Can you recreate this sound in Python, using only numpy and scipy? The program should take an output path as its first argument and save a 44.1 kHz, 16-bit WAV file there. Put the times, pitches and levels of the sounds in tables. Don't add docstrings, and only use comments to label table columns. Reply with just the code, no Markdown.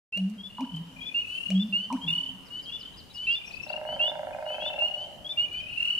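import sys
import numpy as np
from scipy import signal
from scipy.fft import rfft, irfft, next_fast_len
from scipy.io import wavfile
from scipy.ndimage import uniform_filter1d

SR = 44100
rng = np.random.default_rng(int(sys.argv[2]) if len(sys.argv) > 2 else 0)


def wrap_up_sound(samples):
    columns = np.atleast_2d(samples).T
    tamed = np.clip(columns, -1, 1)
    steps = np.round(tamed * 32767).astype(np.int16)
    wavfile.write(sys.argv[1], SR, steps)


N = 264159


def amp(db):
    return 10 ** (np.asarray(db) / 20)


def unit_rms(x):
    return x / np.sqrt(np.mean(x ** 2) + 1e-20)


def curve_at(points, hz):
    point_hz, value = np.transpose(points)
    return np.interp(np.log(hz + 1), np.log(point_hz + 1), value)


def add(mix, s, sound):
    part = mix[max(round(s * SR), 0):][:len(sound)]
    part += sound[:len(part)]


def band(x, lo_hz, hi_hz):
    return signal.sosfilt(signal.butter(4, [lo_hz, hi_hz], "band", fs=SR, output="sos"), x)


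def band_noise(size, lo_hz, hi_hz):
    hz = np.fft.rfftfreq(size, 1 / SR) + 1e-3
    rolloff = np.sqrt((1 + (lo_hz / hz) ** 8) * (1 + (hz / hi_hz) ** 8))
    return unit_rms(irfft(rfft(rng.standard_normal(size)) / rolloff, size))


def tone(hz, db, fade=0.086):
    phase = 2 * np.pi * np.cumsum(hz) / SR
    return np.sqrt(2) * amp(db) * np.sin(phase) * signal.windows.tukey(len(hz), fade)


def ring(modes, glide=0):
    t = np.arange(SR // 8) / SR
    glided = t + glide * t * t / 2
    return sum(amp(db - 60 * t / t60) * np.sin(2 * np.pi * hz * glided) for hz, db, t60 in modes)


def echoes(x, taps):
    out = x.copy()
    for delay, db in taps:
        add(out, delay, amp(db) * x)
    return out


def scatter(t60s, rise_s, alike_hz=600):
    hz, t, z = signal.stft(rng.standard_normal((2, 2 * SR)), SR, nperseg=256)
    alike = 1 / (1 + (hz[:, None] / alike_hz) ** 4 / 4)
    z[1] = alike * z[0] + np.sqrt(1 - alike ** 2) * z[1]
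    z *= amp(-60 * t / curve_at(t60s, hz)[:, None]) * (1 - np.exp(-t / rise_s))
    z /= np.sqrt(np.sum(abs(z) ** 2, axis=2, keepdims=True).mean(0))
    response = signal.istft(z, SR, nperseg=256)[1]
    return response / np.linalg.norm(response[0])


# frequency in Hz, seconds to fall 60 dB.
FOREST_DECAY = [(150, 2.1), (650, 2.72), (1500, 0.95), (3000, 0.82), (8000, 0.49)]

def place(x, left_db, lead_ms, reeds_db, forest_db):
    size = next_fast_len(N)
    advance = np.exp(1j * np.pi * np.fft.rfftfreq(size, 1 / SR) * lead_ms / 1000)
    direct = irfft(rfft(x, size) * np.array([advance, 1 / advance]), size)[:, :N]
    sides = amp([[left_db / 2], [-left_db / 2]])
    reeds = amp(reeds_db) * sides * scatter([(1000, 0.19)], rise_s=0.0013)
    forest = amp(forest_db) * scatter(FOREST_DECAY, rise_s=0.0039)
    return sides * direct + signal.fftconvolve(x[None], reeds + forest, axes=1)[:, :N]


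# frequency in Hz, relative density in dB.
AIR_SPECTRUM = [(15, -44), (25, 2), (69, 1.5), (204, 2), (359, -4), (703, -7.5), (2120, -15.5),
                (2630, -14.5), (2920, -1.5), (3340, -15), (4040, -17.5), (4500, -17.5), (5430, -20.5),
                (11500, -25), (15500, -33)]
# time in seconds, gain in dB.
AIR_RISE = [(.12, -2.5), (.6, -0.5), (1.1, 2)]

def air(db=-53.5, patchy_db=1.9):
    shape = (2, N // 512 + 5, 1025)
    hz = np.fft.rfftfreq(2048, 1 / SR)
    noise = rng.standard_normal(shape) + 1j * rng.standard_normal(shape)
    noise = noise + 0.12 * noise[::-1]
    drift = uniform_filter1d(rng.standard_normal(shape[1:]), size=8, axis=0)
    patches = unit_rms(uniform_filter1d(drift, size=20, axis=1))
    spectra = noise * amp(curve_at(AIR_SPECTRUM, hz) + patchy_db * patches)
    wash = signal.istft(spectra.swapaxes(1, 2), nperseg=2048, noverlap=1536)[1][:, :N]
    rise_db = np.interp(np.arange(N) / SR, *np.transpose(AIR_RISE))
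    return amp(db + rise_db) * unit_rms(wash)


# start in seconds, level in dB.
DRY_TICKS = [(0.298, -57), (0.762, -54.5), (5.53, -57)]

def rustle(start_s=1.24, length_s=0.31, hiss_db=-66, thin_db=-66):
    out, t = np.zeros(N), np.arange(int(length_s * SR)) / SR
    hiss = amp(hiss_db) * band_noise(len(t), 4000, 10000) * np.exp(-t / 0.55)
    thin = amp(thin_db) * unit_rms(band(rng.standard_normal(len(t)), 8600, 9400)) * np.hanning(len(t))
    add(out, start_s, (hiss + thin) * signal.windows.tukey(len(t), .3))
    for s, db in DRY_TICKS:
        add(out, s, amp(db) * band_noise(len(t), 3500, 11000) * np.exp(-t / 0.0038))
    return out


# start and length in seconds, top of the pitch arch in Hz,
# seconds from the start to that top, level in dB.
BIRD_NOTES = [(2.451, 0.048, 5310, 0.007, -60), (2.585, 0.031, 3950, 0.014, -60),
              (2.62, 0.052, 5000, 0.014, -53), (2.792, 0.048, 5210, .005, -52),
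              (2.933, 0.026, 3920, 0.0084, -56.5), (2.968, 0.045, 4980, 0.012, -50),
              (3.098, 0.03, 3950, 0.013, -52), (3.134, 0.062, 5210, 0.014, -50.5),
              (3.261, 0.047, 4020, 0.024, -54), (3.309, .051, 4930, .02, -49.5),
              (3.457, 0.047, 5720, 0.018, -51), (3.514, 0.031, 4820, .031, -53),
              (3.546, 0.027, 4980, 0.031, -51.5), (3.616, .05, 5650, 0.023, -52),
              (3.674, 0.042, 4700, 0.034, -51.5), (3.712, 0.027, 5140, 0.043, -51)]

def twitter(fall_hz=1000, fall_s=0.028, rasp=0.026, ends_db=-10):
    out = np.zeros(N)
    for s, length, top_hz, top_s, db in BIRD_NOTES:
        t = np.arange(int(length * SR)) / SR
        arch_hz = top_hz - fall_hz * ((t - top_s) / fall_s) ** 2
        hz = arch_hz * (1 + rasp * band_noise(len(t), 100, 700))
        add(out, s, tone(hz, db + ends_db * (2 * t / length - 1) ** 2))
    return out


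# mode in Hz, gain in dB, seconds to fall 60 dB.
TRUNK_MODES = [(624, 0, 0.022), (725, -6, 0.022), (893, -14.5, 0.058), (1320, -17, 0.018),
               (1565, -15.5, 0.018), (2117, -21.5, 0.027)]

def woodpecker(start_s=3.6645, blows=31, gap_s=.037, gap_growth_s=.000102, uneven_db=0.5, detune=0.035):
    out = np.zeros(N)
    for k, chance in enumerate(rng.standard_normal((blows, len(TRUNK_MODES), 2))):
        s = start_s + k * (gap_s + gap_growth_s * k / 2)
        db = -25.5 - 2.5 * (2 * k / blows - 1) ** 2 - 8 * (k == 0)
        modes = [(hz * (1 + detune * pitch_draw), mode_db + uneven_db * level_draw, t60)
                 for (hz, mode_db, t60), (level_draw, pitch_draw) in zip(TRUNK_MODES, chance)]
        add(out, s, amp(db) * ring(modes))
    knock = band(out, 550, 1004)
    crack = amp(1) * band(out, 1297, 2370)
    return crack + echoes(knock, [(.0051, -5.5), (.0165, -4.5)])


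# start in seconds, level in dB.
BILL_POPS = [(.174, -36), (.608, -39.5), (1.504, -31.5), (1.927, -36)]
# starting pitch in Hz, gain in dB, seconds to fall 60 dB.
CAVITY_MODES = [(571, -4.5, 0.078), (2306, -5.5, 0.09), (3925, -12.5, 0.045), (5490, -9, 0.027)]

def bittern_pops(snap_db=-1, snap_s=0.001):
    out, t = np.zeros(N), np.arange(SR // 8) / SR
    for s, db in BILL_POPS:
        snap = amp(snap_db) * band_noise(len(t), 2000, 9000) * np.exp(-t / snap_s)
        add(out, s, amp(db) * (snap + ring(CAVITY_MODES, glide=14)))
    return out


# start in seconds, level in dB.
GULP_CLACKS = [(.583, -37.5), (1.902, -33.5)]
# seconds from its start, pitch in Hz, gain in dB.
CLACK_SHAPE = [(0, 1016, -3.5), (.004, 1021, 3), (.01, 970, -5.5), (.016, 961, 2), (.024, 910, -1.5),
               (0.033, 878, -9), (0.043, 980, -11), (.058, 1370, -22), (0.07, 1800, -21.5)]

def bittern_clacks(rough=0.055):
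    out = np.zeros(N)
    after, hz, shape_db = np.transpose(CLACK_SHAPE)
    t = np.arange(0, after[-1], 1 / SR)
    for s, db in GULP_CLACKS:
        pitch = np.interp(t, after, hz) * (1 + rough * band_noise(len(t), 60, 140))
        add(out, s, tone(pitch, db + np.interp(t, after, shape_db), fade=0.028))
    return echoes(out, [(.07, -15)])


# start in seconds, time stretch as a factor,
# then the levels of "oonk", "a" and "lunk" in dB.
GULP_PHRASES = [(.158, 1.025, -25.5, -27.5, -32), (1.487, 1, -20.5, -25.5, -34.5)]
# seconds into the unstretched phrase, pitch in Hz, gain in dB.
OONK_NOTE = [(0, 192, -21.5), (.033, 191, -6), (.065, 188.5, -0.5), (.103, 191, -2), (.135, 206, -6.5),
             (.163, 214, -10), (.19, 222, -17), (0.209, 206, -13)]
A_NOTE = [(.42, 210.5, -16.5), (0.442, 259.3, -6), (.461, 271, 0), (0.473, 249, -1), (.489, 236, -23)]
LUNK_NOTE = [(0.541, 196.6, -15), (.575, 166, 0), (.607, 153.5, -9.5), (.644, 173, -0.5), (.669, 167, -20)]

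def bittern_booms():
    out = np.zeros(N)
    for s, stretch, *levels_db in GULP_PHRASES:
        for note, db in zip((OONK_NOTE, A_NOTE, LUNK_NOTE), levels_db):
            after, hz, swell_db = np.transpose(note)
            t = np.arange(after[0], after[-1], 1 / (SR * stretch))
            level = db + uniform_filter1d(np.interp(t, after, swell_db), size=400)
            add(out, s + stretch * after[0], tone(np.interp(t, after, hz), level, fade=0.11))
    return out


# harmonic number, gain in dB.
SAC_PARTIALS = [(1, -43.5), (2, 0), (3, -34), (4, -39.5), (5, -42.5), (6, -38), (7, -39.5), (8, -50.5)]

def peeper(hz, db, partials_db, dull_db, jitter, rasp_db, flutter_db=1.15):
    fold_hz = hz / 2 * (1 + jitter * band_noise(len(hz), 30, 460))
    db = db + flutter_db * band_noise(len(hz), 40, 130)
    voice = amp(db + rasp_db) * band_noise(len(hz), 4000, 9500)
    for k, sac_db in SAC_PARTIALS:
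        colour_db = 0 if k == 2 else partials_db - dull_db * max(k - 3, 0)
        voice += tone(k * fold_hz, db + sac_db + colour_db)
    return voice


# start and length in seconds, number of pulses, slowing as a share, start and end pitch
# in Hz, start and end level in dB.
FAR_FROG_TRILLS = [(.508, .266, 12, .06, 2840, 3088, -48, -39),
                   (2.701, .181, 9, 0.001, 2816, 3110, -42, -40.5)]
LOW_FROG_TRILLS = [(.969, 0.55, 22, 0.049, 2438, 2932, -48.5, -33),
                   (3.237, 0.53, 18, 0.038, 2383, 2826, -55, -32),
                   (4.337, 0.074, 2, 0.21, 2480, 2506, -46.5, -50.5),
                   (4.499, .447, 17, .12, 2607, 2920, -44, -31.5),
                   (5.336, .649, 22, 0.029, 2390, 2830, -46.5, -35)]
NEAR_FROG_TRILLS = [(2.087, .209, 9, .14, 2797, 3074, -24.5, -32.5),
                    (5.781, .202, 9, .02, 2749, 2991, -26, -29)]

def trills(rows, climb, swell_db, pulse_s, arch, edge_db, uneven_db, **voice):
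    out = np.zeros(N)
    edge = np.linspace(-1, 1, int(pulse_s * SR)) ** 2
    for s, length, pulses, slowing, start_hz, end_hz, start_db, end_db in rows:
        for u in np.linspace(0, 1, round(pulses)):
            centre_s = s + length * u * (1 - slowing * (1 - u))
            hz = start_hz + (end_hz - start_hz) * u ** climb
            db = start_db + (end_db - start_db) * u + swell_db * np.sin(np.pi * u)
            db += uneven_db * rng.standard_normal()
            pulse = peeper(hz * (1 - arch * edge ** 2), db + edge_db * edge, **voice)
            add(out, centre_s - pulse_s / 2, pulse)
    return out


# start and length in seconds, the slide's start and end in Hz, level in dB.
REED_FROG_PEEPS = [(1.27, .11, 2800, 3114, -37.5), (1.755, .11, 2832, 3100, -37),
                   (2.5, .11, 2840, 3070, -38.5), (3.143, .12, 2828, 3096, -37),
                   (3.857, 0.11, 2843, 3113, -37.5), (4.452, 0.11, 2820, 3126, -37.5),
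                   (4.605, .1, 2724, 3056, -40), (4.942, .11, 2828, 3128, -37.5),
                   (5.508, 0.1, 2842, 3130, -35.5), (5.675, 0.094, 2734, 2942, -41)]
HIGH_FROG_PEEPS = [(.378, 0.1, 3140, 3530, -42), (1.003, 0.094, 3230, 3530, -38),
                   (1.544, 0.093, 3180, 3587, -36), (2.012, 0.1, 3084, 3608, -35.5),
                   (2.652, 0.12, 3097, 3540, -38), (3.29, 0.099, 3125, 3604, -36.5),
                   (4.01, .102, 3196, 3604, -35), (4.6, 0.093, 3183, 3625, -34),
                   (5.243, 0.089, 3220, 3620, -34)]
NEAR_FROG_PEEPS = [(.124, 0.083, 2662, 2920, -31), (1.141, .088, 2738, 2917, -26.5),
                   (1.723, 0.083, 2730, 2938, -25.5), (3.266, 0.093, 2643, 2877, -24.5),
                   (3.992, .095, 2700, 2984, -24.5), (4.801, 0.091, 2730, 2922, -25),
                   (5.37, 0.091, 2772, 2954, -24.5)]

def peeps(rows, ease, drop_hz, drop_s, attack_s, slope_db, ends_db,
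          catch_db=0, catch_hz=0, release_s=0.0023, **voice):
    out = np.zeros(N)
    for s, length, start_hz, end_hz, db in rows:
        t = np.arange(int(length * SR)) / SR
        u, remaining_s = t / length, length - t
        catch = np.exp(-((u - 0.485) / 0.076) ** 2)
        slide_hz = end_hz - (end_hz - start_hz) * (1 - u) ** ease
        hz = slide_hz - drop_hz * np.exp(-remaining_s / drop_s) - catch_hz * catch
        level = db + slope_db * (u - .5) + ends_db * (2 * u - 1) ** 2 + catch_db * catch
        envelope = (1 - np.exp(-t / attack_s)) * np.minimum(remaining_s / release_s, 1)
        add(out, s, peeper(hz, level, **voice) * envelope)
    return out


def scene():
    near = peeps(NEAR_FROG_PEEPS, ease=1.248, drop_hz=330, drop_s=0.0034, attack_s=0.0069,
                 slope_db=-8.5, ends_db=-3.5, partials_db=0, dull_db=1, jitter=0.0021, rasp_db=-39)
    reed = peeps(REED_FROG_PEEPS, ease=1.1, drop_hz=140, drop_s=0.0042, attack_s=0.007,
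                 slope_db=5, ends_db=-3.5, partials_db=8.5, dull_db=3, jitter=0.0015, rasp_db=-40)
    high = peeps(HIGH_FROG_PEEPS, ease=1.2, drop_hz=166, drop_s=0.0069, attack_s=0.0027,
                 slope_db=8.5, ends_db=-3.5, catch_db=-18.5, catch_hz=88.5,
                 partials_db=4.5, dull_db=2, jitter=0.0022, rasp_db=-42)
    low_trill = trills(LOW_FROG_TRILLS, climb=1.73, swell_db=0.45, pulse_s=.016, arch=.055, edge_db=-10.5,
                       uneven_db=2.9, partials_db=4.5, dull_db=5.5, jitter=0.0023, rasp_db=-35)
    near_trill = trills(NEAR_FROG_TRILLS, climb=0.78, swell_db=2, pulse_s=.018, arch=.081, edge_db=-14.5,
                        uneven_db=-0.4, partials_db=4, dull_db=0.5, jitter=0.002, rasp_db=-32)
    far_trill = trills(FAR_FROG_TRILLS, climb=0.98, swell_db=-0.5, pulse_s=.016, arch=.042, edge_db=-7,
                       uneven_db=2, partials_db=8, dull_db=7, jitter=0.007, rasp_db=-37)
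    return (place(near, left_db=-2, lead_ms=0.068, reeds_db=-9.5, forest_db=-17.5)
            + place(reed, left_db=4, lead_ms=0.044, reeds_db=-8.5, forest_db=-5.5)
            + place(high, left_db=5, lead_ms=0.048, reeds_db=-11, forest_db=-12.5)
            + place(low_trill, left_db=11.5, lead_ms=0.2, reeds_db=-18, forest_db=-6)
            + place(near_trill, left_db=-1.5, lead_ms=0.072, reeds_db=-7.5, forest_db=-9)
            + place(far_trill, left_db=2.5, lead_ms=0.06, reeds_db=-33, forest_db=-4.5)
            + place(bittern_booms(), left_db=0, lead_ms=0, reeds_db=-23, forest_db=-11.5)
            + place(bittern_clacks(), left_db=-0.5, lead_ms=0, reeds_db=-9.5, forest_db=-8.5)
            + place(bittern_pops(), left_db=-1, lead_ms=-0.021, reeds_db=-8, forest_db=-8.5)
            + place(twitter(), left_db=6, lead_ms=0.033, reeds_db=-15, forest_db=-7.5)
            + place(woodpecker(), left_db=-2.5, lead_ms=-0.14, reeds_db=-15, forest_db=-3)
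            + place(rustle(), left_db=-16, lead_ms=0.019, reeds_db=-5.5, forest_db=-21)
            + air())


def record(dry):
    silence_s, fade_s, cutoff_hz = .121, .004, 15730
    fade_in = np.clip((np.arange(N) / SR - silence_s) / fade_s, 0, 1)
    lowpass = signal.firwin(511, cutoff_hz, window=("kaiser", 9), fs=SR)
    return signal.oaconvolve(dry * fade_in, lowpass[None], "same")


dry = scene()
out = record(dry)
wrap_up_sound(out)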